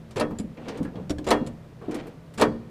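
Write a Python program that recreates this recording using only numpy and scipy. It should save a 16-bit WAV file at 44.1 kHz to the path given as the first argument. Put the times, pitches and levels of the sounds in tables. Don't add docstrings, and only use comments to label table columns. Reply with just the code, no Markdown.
import sys
import numpy as np
from scipy import signal
from scipy.fft import rfft, irfft, next_fast_len
from scipy.io import wavfile
from scipy.ndimage import map_coordinates

SR = 44100
rng = np.random.default_rng(int(sys.argv[2]) if len(sys.argv) > 2 else 0)


def put_to_file(sound):
    columns = np.atleast_2d(sound).T
    safe = np.clip(columns, -1, 1)
    whole_steps = np.round(safe * 32767)
    wavfile.write(sys.argv[1], SR, whole_steps.astype(np.int16))


N = 119070
T = np.arange(SR) / SR

# clang_hz, clang_db, linger_hz, linger_db, linger_fade_s
CLANK_HITS = [(0.1971, -20.5, -32, .011, -23.5, -25, 601, -16.5, 2670, -30.5, 9720, -42, 0.1),
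              (1.3056, -13.5, -23, 0.0044, -13.5, -23.5, 494, -13, 890, -18.5, 2795, -44, .42),
              (2.413, -13.5, -27.5, .006, -14.5, -22.5, 432.5, -7.5, 920, -25.5, 4667, -56, 0.62)]
# pitch_hz, level_db
STRIKE_COLOUR = [(150, -16.5), (450, 12), (1000, -7), (2000, -24.5), (4200, -16), (5200, -18.5),
                 (10000, -19.5), (11500, -26), (15000, -33)]
SLAM_COLOUR = [(40, -51), (110, -13), (250, -14), (450, -0.5), (700, -2.5), (1100, -8.5), (1500, -12.5),
               (4200, -16.5), (6000, -22), (10000, -49.5)]
# pitch_hz, fade_s
STRIKE_FADE = [(300, 0.084), (3000, 0.13), (12000, 0.071)]
SLAM_FADE = [(100, 0.38), (400, 0.18), (1500, 0.19), (4000, 0.06)]
# pitch_hz, level_db, fade_s
LINK_NOTES = [(1820, -3, 0.24), (2330, -7, 0.098), (2830, -22, 0.17), (3320, -14.5, 0.24),
              (3960, -3.5, 0.077), (4310, -4, 0.068)]
DECK_NOTES = [(230, 0, 0.56), (299, 1, 0.35), (422, -3.5, 0.37), (471.3, -4, .26), (519.4, -3, 0.45),
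              (569, -3, 0.11), (702, -4, 0.13), (964, -5, 0.21), (1107, -3, 0.17), (1288, -6.5, 0.14),
              (1470, -14, .17), (1744, -15, 0.23)]
def clanks():
    boom_fade_s, boom_lag_s = 0.081, 0.00703
    out = np.zeros(N)
    for (start_s, strike_db, link_db, slam_delay_s, slam_db, deck_db, boom_hz, boom_db,
         clang_hz, clang_db, linger_hz, linger_db, linger_fade_s) in CLANK_HITS:
        add(out, start_s, amp(linger_db) * tone(linger_hz, linger_fade_s, attack_s=0.0012))
        add(out, start_s, amp(strike_db) * burst(STRIKE_COLOUR, STRIKE_FADE, attack_s=0.00016))
        add(out, start_s, amp(link_db) * ring(LINK_NOTES, attack_s=0.00025))
        slam_s = start_s + slam_delay_s
        add(out, slam_s, amp(slam_db) * burst(SLAM_COLOUR, SLAM_FADE, attack_s=0.0015))
        add(out, slam_s, amp(deck_db) * ring(DECK_NOTES, attack_s=0.0033))
        add(out, slam_s, amp(clang_db) * tone(clang_hz, boom_fade_s, attack_s=0.00076))
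        add(out, slam_s + boom_lag_s, amp(boom_db) * tone(boom_hz, boom_fade_s, attack_s=0.0026))
    return out


# start_s, knock_db, pin_db
RATTLE_HITS = [(0.1587, -28, -50), (.1655, -26, -34), (0.178, -28, -37), (1.266, -26.5, -37),
               (1.272, -25, -35), (1.285, -24, -26.5), (2.3756, -30, -34), (2.382, -26, -32.5),
               (2.396, -21.5, -31)]
# pitch_hz, level_db
RATTLE_COLOUR = [(60, -12), (381, -0.5), (900, -11), (2200, -20.5), (3400, -20), (6090, -25.5),
                 (10900, -26.5), (15000, -43)]
# pitch_hz, fade_s
RATTLE_FADE = [(400, 0.39), (8000, 0.021)]
# pitch_hz, level_db, fade_s
PIN_NOTES = [(2230, -21.5, 0.13), (4888, -14.5, 0.051), (7020, -6, .04), (7280, -6, 0.054),
             (7760, -12, 0.067), (8400, -12, 0.044), (9400, -17, 0.084), (10700, -17.5, 0.1),
             (11150, -14, .035)]
def rattles():
    out = np.zeros(N)
    for start_s, knock_db, pin_db in RATTLE_HITS:
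        add(out, start_s, amp(knock_db) * burst(RATTLE_COLOUR, RATTLE_FADE, attack_s=0.0023))
        add(out, start_s, amp(pin_db) * ring(PIN_NOTES, attack_s=0.0045))
    return out


# start_s, level_db, pitch_hz, fade_s
BUMP_HITS = [(0.159, -22, 135, 0.074), (.309, -23.5, 197, 0.12), (0.398, -20.5, 213, 0.094),
             (0.441, -29, 229.3, 0.2), (0.804, -18, 272.4, .07), (.817, -26.5, 185.4, 0.17),
             (0.847, -30, 284, 0.14), (0.956, -36, 189.5, 0.74), (1.097, -21.5, 296.5, 0.15),
             (1.1, -26, 114, 0.13), (1.185, -33.5, 298.4, 0.62), (1.414, -21.5, 236.7, .1),
             (1.469, -30.5, 121, 0.14), (1.882, -25.5, 305.7, 0.21), (1.947, -30.5, 308.4, 0.31),
             (2.066, -40, 470, 0.22), (2.48, -22, 200, 0.097)]
# pitch_multiple, level_db
THUD_COLOUR = [(.25, -32), (.55, -5), (1, 1), (1.5, -10), (2.2, -17), (5, -55), (12, -70)]
def bumps():
    out = np.zeros(N)
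    for start_s, level_db, pitch_hz, fade_s in BUMP_HITS:
        colour = [(multiple * pitch_hz, db) for multiple, db in THUD_COLOUR]
        thud = amp(-2) * burst(colour, [(pitch_hz, fade_s)], attack_s=0.0017)
        note = tone(pitch_hz, fade_s, attack_s=0.0013)
        add(out, start_s, amp(level_db) * (thud + note))
    return out


# start_s, hit_db, pin_db, note_hz, note_db, bounce_delay_s, bounce_db
CLINK_HITS = [(0.386, -37.5, -34, 7290, -39, 0.011, -38.5), (1.096, -30.5, -39.5, 5580, -33.5, 0.0086, -29),
              (1.1835, -36.5, -57, 1700, -35, .0043, -53), (1.464, -39.5, -46, 11150, -56.5, .007, -38.5)]
# pitch_hz, level_db
CLINK_COLOUR = [(200, 5.5), (550, 13), (900, -3.5), (2600, -7.5), (3400, 0), (6000, -8.5), (9000, -13),
                (12000, -29), (15000, -24)]
# pitch_hz, fade_s
CLINK_FADE = [(500, 0.19), (4000, 0.049), (12000, 0.07)]
def clinks():
    out = np.zeros(N)
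    for start_s, hit_db, pin_db, note_hz, note_db, bounce_delay_s, bounce_db in CLINK_HITS:
        for at_s, level_db in (start_s, hit_db), (start_s + bounce_delay_s, bounce_db):
            add(out, at_s, amp(level_db) * burst(CLINK_COLOUR, CLINK_FADE, attack_s=0.00057))
            pin = amp(pin_db) * ring(PIN_NOTES, attack_s=0.00035)
            note = amp(note_db) * tone(note_hz, fade_s=0.033, attack_s=0.0014)
            add(out, at_s, amp(level_db - hit_db) * (pin + note))
    return out


# time_s, relative_body_db, relative_grit_db
SCRAPE_STROKES = [
    [(0.55, -76, -85), (0.58, -37, -54), (0.646, -43, -47), (0.684, -31.5, -41), (0.786, -34.5, -43.5),
     (0.804, -35, -53), (0.88, -38, -55), (0.924, -43, -63), (0.986, -34, -59), (1.08, -50, -59)],
    [(1.8, -81, -82), (1.82, -37, -53), (1.87, -42, -51.5), (1.886, -40, -50), (1.948, -30.5, -39),
     (1.974, -34, -41.5), (2.004, -37.5, -36), (2.02, -37, -48), (2.08, -41, -48), (2.2, -59, -71)],
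]
# pitch_hz, level_db
BODY_COLOUR = [(60, -19), (110, -48), (230, 3), (310, -1.5), (380, -4), (490, 1.5), (570, -10), (700, -10),
               (1500, -24), (3000, -68)]
GRIT_COLOUR = [(600, 12), (1100, 8.5), (1800, 9), (3300, 4.5), (5000, -6), (9000, -16.5), (15000, -63)]
def scrape():
    t = np.arange(N) / SR
    body_gain, grit_gain = np.zeros(N), np.zeros(N)
    for stroke in SCRAPE_STROKES:
        time_s, body_db, grit_db = np.transpose(stroke)
        moving = (t > time_s[0]) & (t < time_s[-1])
        body_gain += amp(np.interp(t, time_s, body_db)) * moving
        grit_gain += amp(np.interp(t, time_s, grit_db)) * moving
    body = amp(-3) * coloured(grains(per_s=2500), BODY_COLOUR)
    grit = amp(-5.5) * coloured(steel(grains(per_s=5000)), GRIT_COLOUR)
    return body_gain * body + grit_gain * grit


# start_s, click_db, pitch_hz, note_db
TICK_HITS = [(0.108, -48.5, 7270, -54), (0.307, -37, 901, -49), (0.571, -46.5, 2420, -53),
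             (0.683, -36.5, 5560, -50), (0.7735, -48.5, 8500, -69), (0.829, -48.5, 9300, -52),
             (.847, -59, 8900, -50), (0.851, -43, 1673, -43.5), (0.955, -48.5, 3320, -52),
             (1.2425, -45, 7050, -59), (1.814, -44.5, 1133, -48), (1.88, -49, 715, -44.5),
             (1.9098, -44.5, 7230, -48), (1.944, -39.5, 9170, -45), (2.069, -51.5, 11800, -57),
             (2.338, -49, 10400, -62)]
# pitch_multiple, level_db
TICK_COLOUR = [(.1, 1.5), (.5, -4), (1, -3.5), (1.6, -15), (4, -36)]
# pitch_hz, fade_s
TICK_FADE = [(1000, 0.21), (10000, 0.079)]
def ticks():
    ring_cycles = 270
    out = np.zeros(N)
    for start_s, click_db, pitch_hz, note_db in TICK_HITS:
        colour = [(multiple * pitch_hz, db) for multiple, db in TICK_COLOUR]
        add(out, start_s, amp(click_db) * burst(colour, TICK_FADE, attack_s=0.00089))
        add(out, start_s, amp(note_db) * tone(pitch_hz, ring_cycles / pitch_hz, attack_s=0.0027))
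    return out


# pitch_hz, boost_db
STEEL_PEAKS = [(1010, 4), (1150, 3), (1845, 6), (2335, 7), (2790, 2.5), (4000, 1.5), (4360, 3.5),
               (8950, 7.5), (10020, 3), (13250, 6)]
def steel(x):
    def boost(hz):
        return amp(sum(db / (1 + ((hz - peak) / (9 + 0.004 * peak)) ** 2) for peak, db in STEEL_PEAKS))
    return unit(filtered(x, boost))


# pitch_hz, level_db
ECHO_COLOUR = [(100, 16), (400, -1), (3000, -15), (6000, -7.5), (14000, 0)]
# pitch_hz, fade_s
ECHO_FADE = [(200, 0.43), (3000, 0.68), (10000, 0.21)]
def echo(x):
    tail = burst(ECHO_COLOUR, ECHO_FADE, attack_s=0.03)
    return signal.fftconvolve(x, tail / np.linalg.norm(tail))[:N]


# pitch_hz, level_db
ENGINE_NOTES = [(123.8, -55), (161.5, -52.5), (220.7, -57.5)]
def engine():
    t = np.arange(N) / SR
    out = np.zeros(N)
    for pitch_hz, level_db in ENGINE_NOTES:
        gain = amp(level_db + 2.7 * wobble(per_s=6.82))
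        phase = 2 * np.pi * pitch_hz * t + 0.75 * wobble(per_s=5.93)
        out += gain * np.sqrt(2) * np.sin(phase)
    return out


# pitch_hz, level_db
AIR_COLOUR = [(12, -35), (20, -15), (80, -7.5), (166, -5), (191, -12.5), (600, -17), (746, -24),
              (1820, -31), (15500, -54)]
def air():
    return amp(-47.5 + 0.27 * wobble(per_s=3.46)) * coloured(rng.standard_normal(N), AIR_COLOUR)


def tone(hz, fade_s, attack_s):
    return np.sin(2 * np.pi * hz * T) * np.exp(-np.log(1000) * T / fade_s) * (1 - np.exp(-T / attack_s))


def ring(notes, attack_s):
    chance = rng.standard_normal((len(notes), 2))
    return sum(np.sign(side) * amp(db + 2 * strength) * tone(hz, fade_s, attack_s)
               for (hz, db, fade_s), (strength, side) in zip(notes, chance))


def burst(colour, fades, attack_s):
    noise = coloured(steel(rng.standard_normal(SR // 2)), colour)
    hz, t, bands = signal.stft(noise, SR, nperseg=128)
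    decay = np.exp(-np.log(1000) * t / along(fades, hz)[:, None])
    hit = signal.istft(bands * decay, SR)[1]
    return np.pad(hit, (0, SR - len(hit))) * (1 - np.exp(-T / attack_s))


def grains(per_s):
    return (rng.random(N) < per_s / SR) * rng.standard_normal(N)


def wobble(per_s):
    return map_coordinates(rng.standard_normal(1024), [np.arange(N) * per_s / SR], mode="wrap")


def coloured(x, colour):
    return unit(filtered(x, lambda hz: amp(along(colour, hz))))


def filtered(x, gain_at):
    size = next_fast_len(len(x) + 8192)
    hz = np.fft.rfftfreq(size, 1 / SR)
    return irfft(rfft(x, size) * gain_at(hz), size)[:len(x)]


def along(points, hz):
    pitches, values = np.transpose(points)
    return np.interp(np.log(hz + 1e-6), np.log(pitches), values)


def amp(db):
    return 10 ** (np.asarray(db) / 20)


def unit(x):
    return x / np.sqrt(np.mean(x ** 2) + 1e-20)


def add(out, start_s, x):
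    i = max(round(start_s * SR), 0)
    out[i:i + len(x)] += x[:N - i]


def scene():
    metal = rattles() + clanks() + clinks() + ticks() + bumps() + scrape()
    return (metal + amp(-19.5) * echo(metal) + engine() + air())[None]


def record(dry):
    return np.array([filtered(x, lambda hz: hz < 15500) for x in dry])


dry = scene()
out = record(dry)
put_to_file(out)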